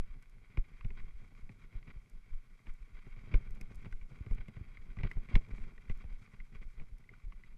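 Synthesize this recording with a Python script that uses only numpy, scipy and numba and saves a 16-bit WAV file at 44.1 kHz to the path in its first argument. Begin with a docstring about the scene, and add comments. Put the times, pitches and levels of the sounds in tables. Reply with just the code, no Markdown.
"""Bike ride over a leafy trail, heard inside a case

A microphone sits in a closed case on a rider's chest, on a leafy, rooty trail.
Jolts squeeze the case and pump the microphone: smooth pressure pulses make deep thumps, filtered clicks a low shudder.
Straps and buckles knock, rattle and creak: short noise bursts, pings and clicks ring the resonances of the case.
Dry leaves crackle as random clicks muffled by the case. Short noise bursts make bright ticks; a steady hiss lies below."""
import sys
import numpy as np
from scipy import signal
from scipy.fft import rfft, irfft
from scipy.io import wavfile
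from scipy.ndimage import uniform_filter1d
from numba import njit

SR = 44100
rng = np.random.default_rng(int(sys.argv[2]) if len(sys.argv) > 2 else 0)


def generate_wav(sig):
    """Save sig (samples, or channels by samples) to the path in sys.argv[1] as 16-bit PCM at SR."""
    pcm = np.round(np.clip(np.atleast_2d(sig).T, -1, 1) * 32767).astype(np.int16)
    wavfile.write(sys.argv[1], SR, pcm)


N = 333837  # length of the scene [samples]

# Jolts that squeeze the case: (time of deepest suction [s], depth [dB], length at half depth [ms])
JOLT_PULSES = [(0.0, -24, 24), (0.594, -20, 13), (0.864, -26, 15.4), (0.916, -33, 14.6), (1.035, -32, 31),
               (1.174, -33, 21), (1.446, -34, 17.5), (1.769, -30, 13.8), (1.979, -36, 12), (2.351, -32, 16),
               (2.706, -31.5, 21), (3.328, -40, 4.4), (3.357, -13.5, 12.1), (3.527, -31, 17),
               (3.638, -33, 19.6), (3.776, -33.5, 20.4), (3.947, -31.5, 22.5), (4.037, -33.5, 16.6),
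               (4.215, -31.5, 5.4), (4.329, -20, 15.5), (4.412, -30.5, 13.8), (4.616, -33.5, 4.64),
               (4.811, -38.5, 16), (5.005, -29, 15), (5.051, -23.5, 12.4), (5.182, -23.5, 17.5),
               (5.361, -12, 15.5), (5.537, -29, 13.4), (5.631, -30.5, 21), (5.917, -24.5, 20.6),
               (6.052, -34.5, 5.9), (6.141, -32, 19.5), (6.565, -39, 12), (6.807, -32.5, 27),
               (6.938, -35, 13.4), (7.258, -35, 15.6), (7.285, -33, 13.4)]
# Knocks on the shell: (time [s], reference level [dB], favoured pitch [Hz], body thud against that level [dB])
SHELL_KNOCKS = [(0.5723, -37, 2125, -13), (0.847, -46, 2300, -10), (0.9043, -48.5, 2160, -11),
                (1.4928, -50.5, 2050, -8), (1.7255, -53, 2150, -25), (1.8758, -51, 2400, -19),
                (1.9011, -46.5, 2370, -32), (2.6687, -50.5, 2300, -11), (3.0646, -59, 2160, 0.5),
                (3.1712, -63.5, 2200, 0.5), (3.3404, -35, 2180, -10), (3.6125, -45, 2170, -21.5),
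                (3.8561, -52.5, 2080, -8), (3.9253, -42, 1520, -22), (4.0123, -53, 2280, -21),
                (4.2625, -54, 2160, -5), (4.3103, -58.5, 2260, 6.5), (4.3822, -43, 2140, -26),
                (4.4831, -47.5, 2140, -12.5), (4.567, -57, 1180, -1.5), (4.7712, -43, 2090, -26),
                (4.9684, -47.5, 1180, -10.5), (4.9873, -39, 2010, -26.5), (5.0334, -34.5, 2270, -14.5),
                (5.0478, -51.5, 1400, -3), (5.1133, -34, 2007, -26), (5.167, -63.5, 1140, 9.5),
                (5.2876, -48, 2030, -17), (5.3538, -24.5, 2170, -15), (5.581, -52.5, 2200, -5.5),
                (5.5997, -57, 2180, -12), (5.7788, -48, 1960, -21), (5.8972, -40.5, 2010, -12.5),
                (6.04, -59.5, 2110, 0), (6.275, -58.5, 1200, -11), (6.4012, -43.5, 2100, -32),
                (6.548, -55.5, 1150, -12), (6.6262, -51, 1980, -30), (6.798, -47.5, 2200, -16),
                (6.819, -54, 1120, -15), (7.04, -55.5, 2000, -28), (7.091, -43.5, 2110, -41),
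                (7.1367, -51, 1460, -31), (7.218, -65, 1250, -19), (7.322, -45.5, 1110, -24),
                (7.4361, -46, 2010, -34)]
# Bright ticks, the sharp edge of some knocks and small snaps close by: (time [s], level before the filter [dB])
BRIGHT_TICKS = [(0.225, -65), (0.2966, -68.5), (2.0976, -67.5), (2.7377, -70.5), (3.5074, -65), (3.55, -68),
                (3.6116, -52.5), (3.7472, -66), (3.756, -62), (3.924, -66), (4.3105, -69), (4.348, -65.5),
                (4.483, -68), (5.1153, -65), (5.133, -72), (5.235, -72), (5.3537, -74), (5.3614, -73),
                (5.487, -77), (5.974, -68), (6.9835, -68.5)]
# Course of the ride, crunches not included:
# (time [s], leaf rustle [dB], crisp edge against the rustle [dB], shaking [dB])
TRAIL = [(0.0, -69.5, -21, -46), (0.3, -74.5, -25, -51.5), (0.76, -71, -19.5, -47.5),
         (1.3, -71, -12.5, -46.5), (1.75, -74.5, -16.5, -50.5), (2.2, -76, -16, -50.5),
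         (3.0, -72, -16, -50), (3.3, -68, -20.5, -43), (4.1, -71.5, -15.5, -46.5), (4.35, -68, -24, -43.5),
         (4.7, -71.5, -20, -46.5), (5.2, -68.5, -17.5, -44.5), (5.5, -68.5, -15, -43.5),
         (5.8, -70, -16.5, -46.5), (6.8, -76.5, -15.5, -50), (7.57, -74, -23, -51)]
# Resonances of the hard shell: (frequency [Hz], width of one filter pass [Hz], level [dB])
SHELL_MODES = [(1130, 318, -3.5), (1481, 260, -4), (2106, 530, 0), (2365, 410, -1.5), (2720, 277, -11.5),
               (3250, 370, -11.5), (3830, 340, -15.5), (4700, 810, -21)]
# Low resonances of the case body: (frequency [Hz], width of one filter pass [Hz], level [dB])
BODY_MODES = [(106.3, 66.8, 6), (206.5, 120.6, -3.5), (394.7, 146, -11), (703, 830, -23)]
# Colour of the air and microphone hiss: (frequency [Hz], relative level [dB])
HISS_COLOUR = [(300, -5.5), (800, 1), (3000, -5), (5000, -7), (8000, -10.5), (12500, -12)]
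# Crunches through thicker leaves: (start [s], length [s], rise of the rustle [dB])
LEAF_CRUNCHES = [(0.5, 0.03, 5.5), (0.968, 0.039, 12.5), (1.069, 0.028, 5), (1.618, .05, 7),
                 (1.724, 0.071, 7.5), (1.871, 0.05, 11.5), (1.937, 0.041, 7), (2.657, 0.051, 6),
                 (2.949, 0.049, 6.5), (3.043, 0.048, 4), (3.182, 0.02, 4), (3.238, 0.05, 3.5),
                 (3.314, 0.047, 11), (3.701, 0.021, 10.5), (3.844, 0.029, 9.5), (4.105, 0.071, 6),
                 (4.383, 0.048, 5), (4.992, 0.027, 11.5), (5.039, 0.039, 12), (5.29, 0.067, 10.5),
                 (5.336, .05, 10.5), (5.508, 0.046, 6.5), (5.612, 0.086, 4), (5.896, 0.028, 9.5),
                 (6.002, 0.021, 7), (6.093, 0.031, 5.5), (6.215, 0.02, 7), (6.336, .015, 12),
                 (6.52, .073, 8.5), (6.61, 0.024, 9.5), (6.775, 0.064, 8.5), (7.32, 0.018, 9.5)]

PUSH_SHARE = 0.56  # push before the suction, as a share of its depth
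SNAP_DB, THUD_DB, CHATTER_DB = -38, 33, 16  # gains of the three filtered parts of a knock
PING_DB, PING_RISE_S, PING_FALL_S = -5, 0.00069, 0.0031
CHATTER_PER_BODY, PING_PER_BODY = 0.39, -0.19  # dB per dB of body: more chatter, less ping
EVEN_PER_DB = 0.0344  # harder knocks drive the weak upper modes more evenly
CREAK_DB, CREAK_SLOPE = -63.5, 1.42  # strap creak at -47.5 dB of shaking; dB per dB of shaking
CRISP_LAG, TUG_SHARE = 0.66, 0.93  # dB per dB of crunch: the crisp edge falls behind, the straps follow
RATTLE_PER_S, RATTLE_DB = 20, -9.5  # average taps per second; level against the rustle
HISS_DB = -81
TOP_HZ = 12800  # upper limit of the recorder


def jolts():
    """A short push on the case, a deep suction as it springs back, then a slow rebound."""
    t, out = np.arange(N) / SR, np.zeros(N)
    for centre_s, depth_db, length_ms in JOLT_PULSES:
        length_s = length_ms / 1000
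        first = max(int((centre_s - 4 * length_s) * SR), 0)
        near = slice(first, int((centre_s + 6 * length_s) * SR))
        u = (t[near] - centre_s) / length_s  # time counted in pulse lengths
        push = PUSH_SHARE * np.exp(-15 * (u + .95) ** 2)
        suction = np.exp(-1.96 * (u ** 2 + .004) ** .75)
        rebound = .42 * np.exp(-1.5 * (u - 1.25) ** 2)
        out[near] += undb(depth_db) * (push - suction + rebound)
    return out


def knocks(focus_db=1.0):
    """The struck spot pings at its own pitch; brief chatter rings the shell modes near it; the body thuds.

    focus_db is the loss of chatter per octave away from the struck pitch."""
    times, db, pitch, body_db = np.transpose(SHELL_KNOCKS)
    noise = rng.standard_normal((3, N))
    snap = undb(SNAP_DB) * mode(bursts(times, db, 4.4) * noise[1], 4900.0, 3500.)
    # The added 0.2 gives every thud a push in the same direction
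    blows = bursts(times, db + body_db, 8.6) * (noise[2] + 0.2)
    out = snap + undb(THUD_DB) * ring(blows, BODY_MODES)

    t = np.arange(SR // 25) / SR
    ping = (1 - np.exp(-t / PING_RISE_S)) ** 2 * np.exp(-t / PING_FALL_S)
    for at, level_db, hz in zip(times, db + PING_PER_BODY * body_db, pitch):
        i = int(at * SR)
        out[i:i + len(t)] += undb(level_db + PING_DB) * ping * np.sin(2 * np.pi * hz * t)

    for hz, width, mode_db in SHELL_MODES:
        mode_share_db = (1.43 - EVEN_PER_DB * (db + 42.5)) * mode_db
        distance_loss_db = focus_db * np.abs(np.log2(hz / pitch))
        share_db = CHATTER_PER_BODY * body_db + mode_share_db - distance_loss_db
        chatter = mode(bursts(times, db + share_db, 3.1) * noise[0], hz, width)
        out += undb(CHATTER_DB) * chatter
    return out


def shaking(shudder_db, creak_db):
    """Small bumps keep the case pumping; straps rub on its body."""
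    bumps = uniform_filter1d(grains(45, 4.07), size=500)
    shudder = mode(bumps, 19.9, 24.)
    rubbing = grains(500, 2.5) * undb(2.5 * walk(30))
    creak = ring(rubbing, BODY_MODES)
    return undb(shudder_db) * unit(shudder) + undb(creak_db) * unit(creak)


def leaves(db, crisp_db):
    """Dense uneven crackle coloured by the shell, with a thin crisp edge."""
    patches = undb(1.5 * walk(50) + 2.5 * walk(120))
    dull = ring(grains(4000, 2.47) * patches, SHELL_MODES)
    crisp_clicks = grains(12000, 3.5) * patches * undb(2 * walk(26))
    crisp = mode(crisp_clicks, 5600.0, 6800.0)
    return undb(db) * (unit(dull) + undb(crisp_db) * unit(crisp))


def crunches():
    """Thicker leaves briefly raise the rustle: the rise in dB, with soft edges."""
    rise = np.zeros(N)
    for start, length, rise_db in LEAF_CRUNCHES:
        rise[int(start * SR):int((start + length) * SR)] = rise_db
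    return uniform_filter1d(rise, size=400)


def ticks():
    """Brief bursts of noise, high-passed so they sound bright, without the colour of the shell."""
    times, db = np.transpose(BRIGHT_TICKS)
    noise_bursts = bursts(times, db, 2.7) * rng.standard_normal(N)
    _, bright = svf(noise_bursts, 5200.0, 2700.0)
    return bright


def rattles(db):
    """Sparse small taps of loose straps, a few ms each, ring the shell modes."""
    fade = np.exp(-1 / (0.0021 * SR))  # falls away over about 2 ms
    taps = signal.lfilter([1], [1, -fade], np.abs(grains(RATTLE_PER_S, 4.0)))
    return undb(db + RATTLE_DB) * unit(ring(taps * rng.standard_normal(N), SHELL_MODES))


def hiss():
    """Air and microphone noise: random sound shaped by a smooth frequency curve."""
    hz = np.arange(N // 2 + 1) * SR / N + 1  # the added 1 avoids the logarithm of zero
    f, db = np.transpose(HISS_COLOUR)
    shape = undb(np.interp(np.log(hz), np.log(f), db)) * (hz > 200)
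    return undb(HISS_DB) * unit(irfft(rfft(rng.standard_normal(N)) * shape, N))


def undb(db):
    """Turn decibels into a plain multiplier."""
    return 10 ** (np.asarray(db) / 20)


def unit(x):
    """Scale to an rms (average strength) of 1."""
    return x / np.sqrt(np.mean(x ** 2))


@njit
def svf(x, hz, width):
    """State-variable filter: band-pass with gain 1 at the centre, and high-pass."""
    band, high = np.empty(len(x)), np.empty(len(x))
    b, l = 0., 0.  # the filter's two memories
    g, k = np.tan(np.pi * hz / SR), width / hz
    for i in range(len(x)):
        v = (b + g * (x[i] + 1e-18 - l)) / (1 + g * (g + k))
        low = l + g * v
        band[i] = k * v
        high[i] = x[i] - k * v - low
        b, l = 2 * v - b, 2 * low - l
    return band, high


def mode(x, hz, width):
    """One resonance, filtered twice so that less sound passes on either side of it."""
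    hz, width = 1. * hz, 1. * width
    once, _ = svf(x, hz, width)
    twice, _ = svf(once, hz, width)
    return twice


def ring(x, modes):
    """Sum of resonances, neighbours in opposite sign."""
    out = np.zeros(len(x))
    for k, (hz, width, db) in enumerate(modes):
        out += (-1) ** k * undb(db) * mode(x, hz, width)
    return out


def walk(rate):
    """Random levels, each held for 1 / rate seconds, then smoothed twice; spread near 1."""
    k = int(SR / rate)
    steps = np.repeat(rng.standard_normal(N // k + 1), k)
    return 1.3 * uniform_filter1d(uniform_filter1d(steps, k), k)[:N]


def grains(per_s, spread_db):
    """Random clicks, most small and a few large, scaled to rms 1."""
    chance = rng.random((3, N))
    happens = chance[0] < per_s / SR
    sign = np.sign(chance[1] - .5)
    size = undb(-spread_db * np.log(1.002 - chance[2]))
    return unit(happens * sign * size)


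def bursts(times, dbs, decay_ms):
    """Envelope: a sudden rise and an exponential fall at each time."""
    env = np.zeros(N + SR)
    tail = np.exp(-np.arange(SR // 20) / (decay_ms * SR / 1000))
    for s, db in zip(times, dbs):
        i = int(s * SR)
        env[i:i + len(tail)] += undb(db) * tail
    return env[:N]


def curve(table):
    """Columns of a table, drawn as straight lines between its times, sample by sample."""
    times, *columns = np.transpose(table)
    return [np.interp(np.arange(N) / SR, times, column) for column in columns]


def scene():
    """All sources at the one microphone; rough ground crunches the leaves and tugs the straps together."""
    rustle_db, crisp_db, shake_db = curve(TRAIL)
    rise_db = crunches()
    creak_db = CREAK_DB + CREAK_SLOPE * (shake_db + 47.5) + TUG_SHARE * rise_db
    case = jolts() + knocks() + shaking(shake_db, creak_db) + rattles(rustle_db)
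    rustle = leaves(rustle_db + rise_db, crisp_db - CRISP_LAG * rise_db)
    return (case + rustle + ticks() + hiss())[None]


def record(dry):
    """The recorder cuts the top with a steep low-pass filter."""
    low_pass = signal.ellip(8, .2, 40, TOP_HZ, fs=SR, output="sos")
    return signal.sosfilt(low_pass, dry)


dry = scene()
out = record(dry)
generate_wav(out)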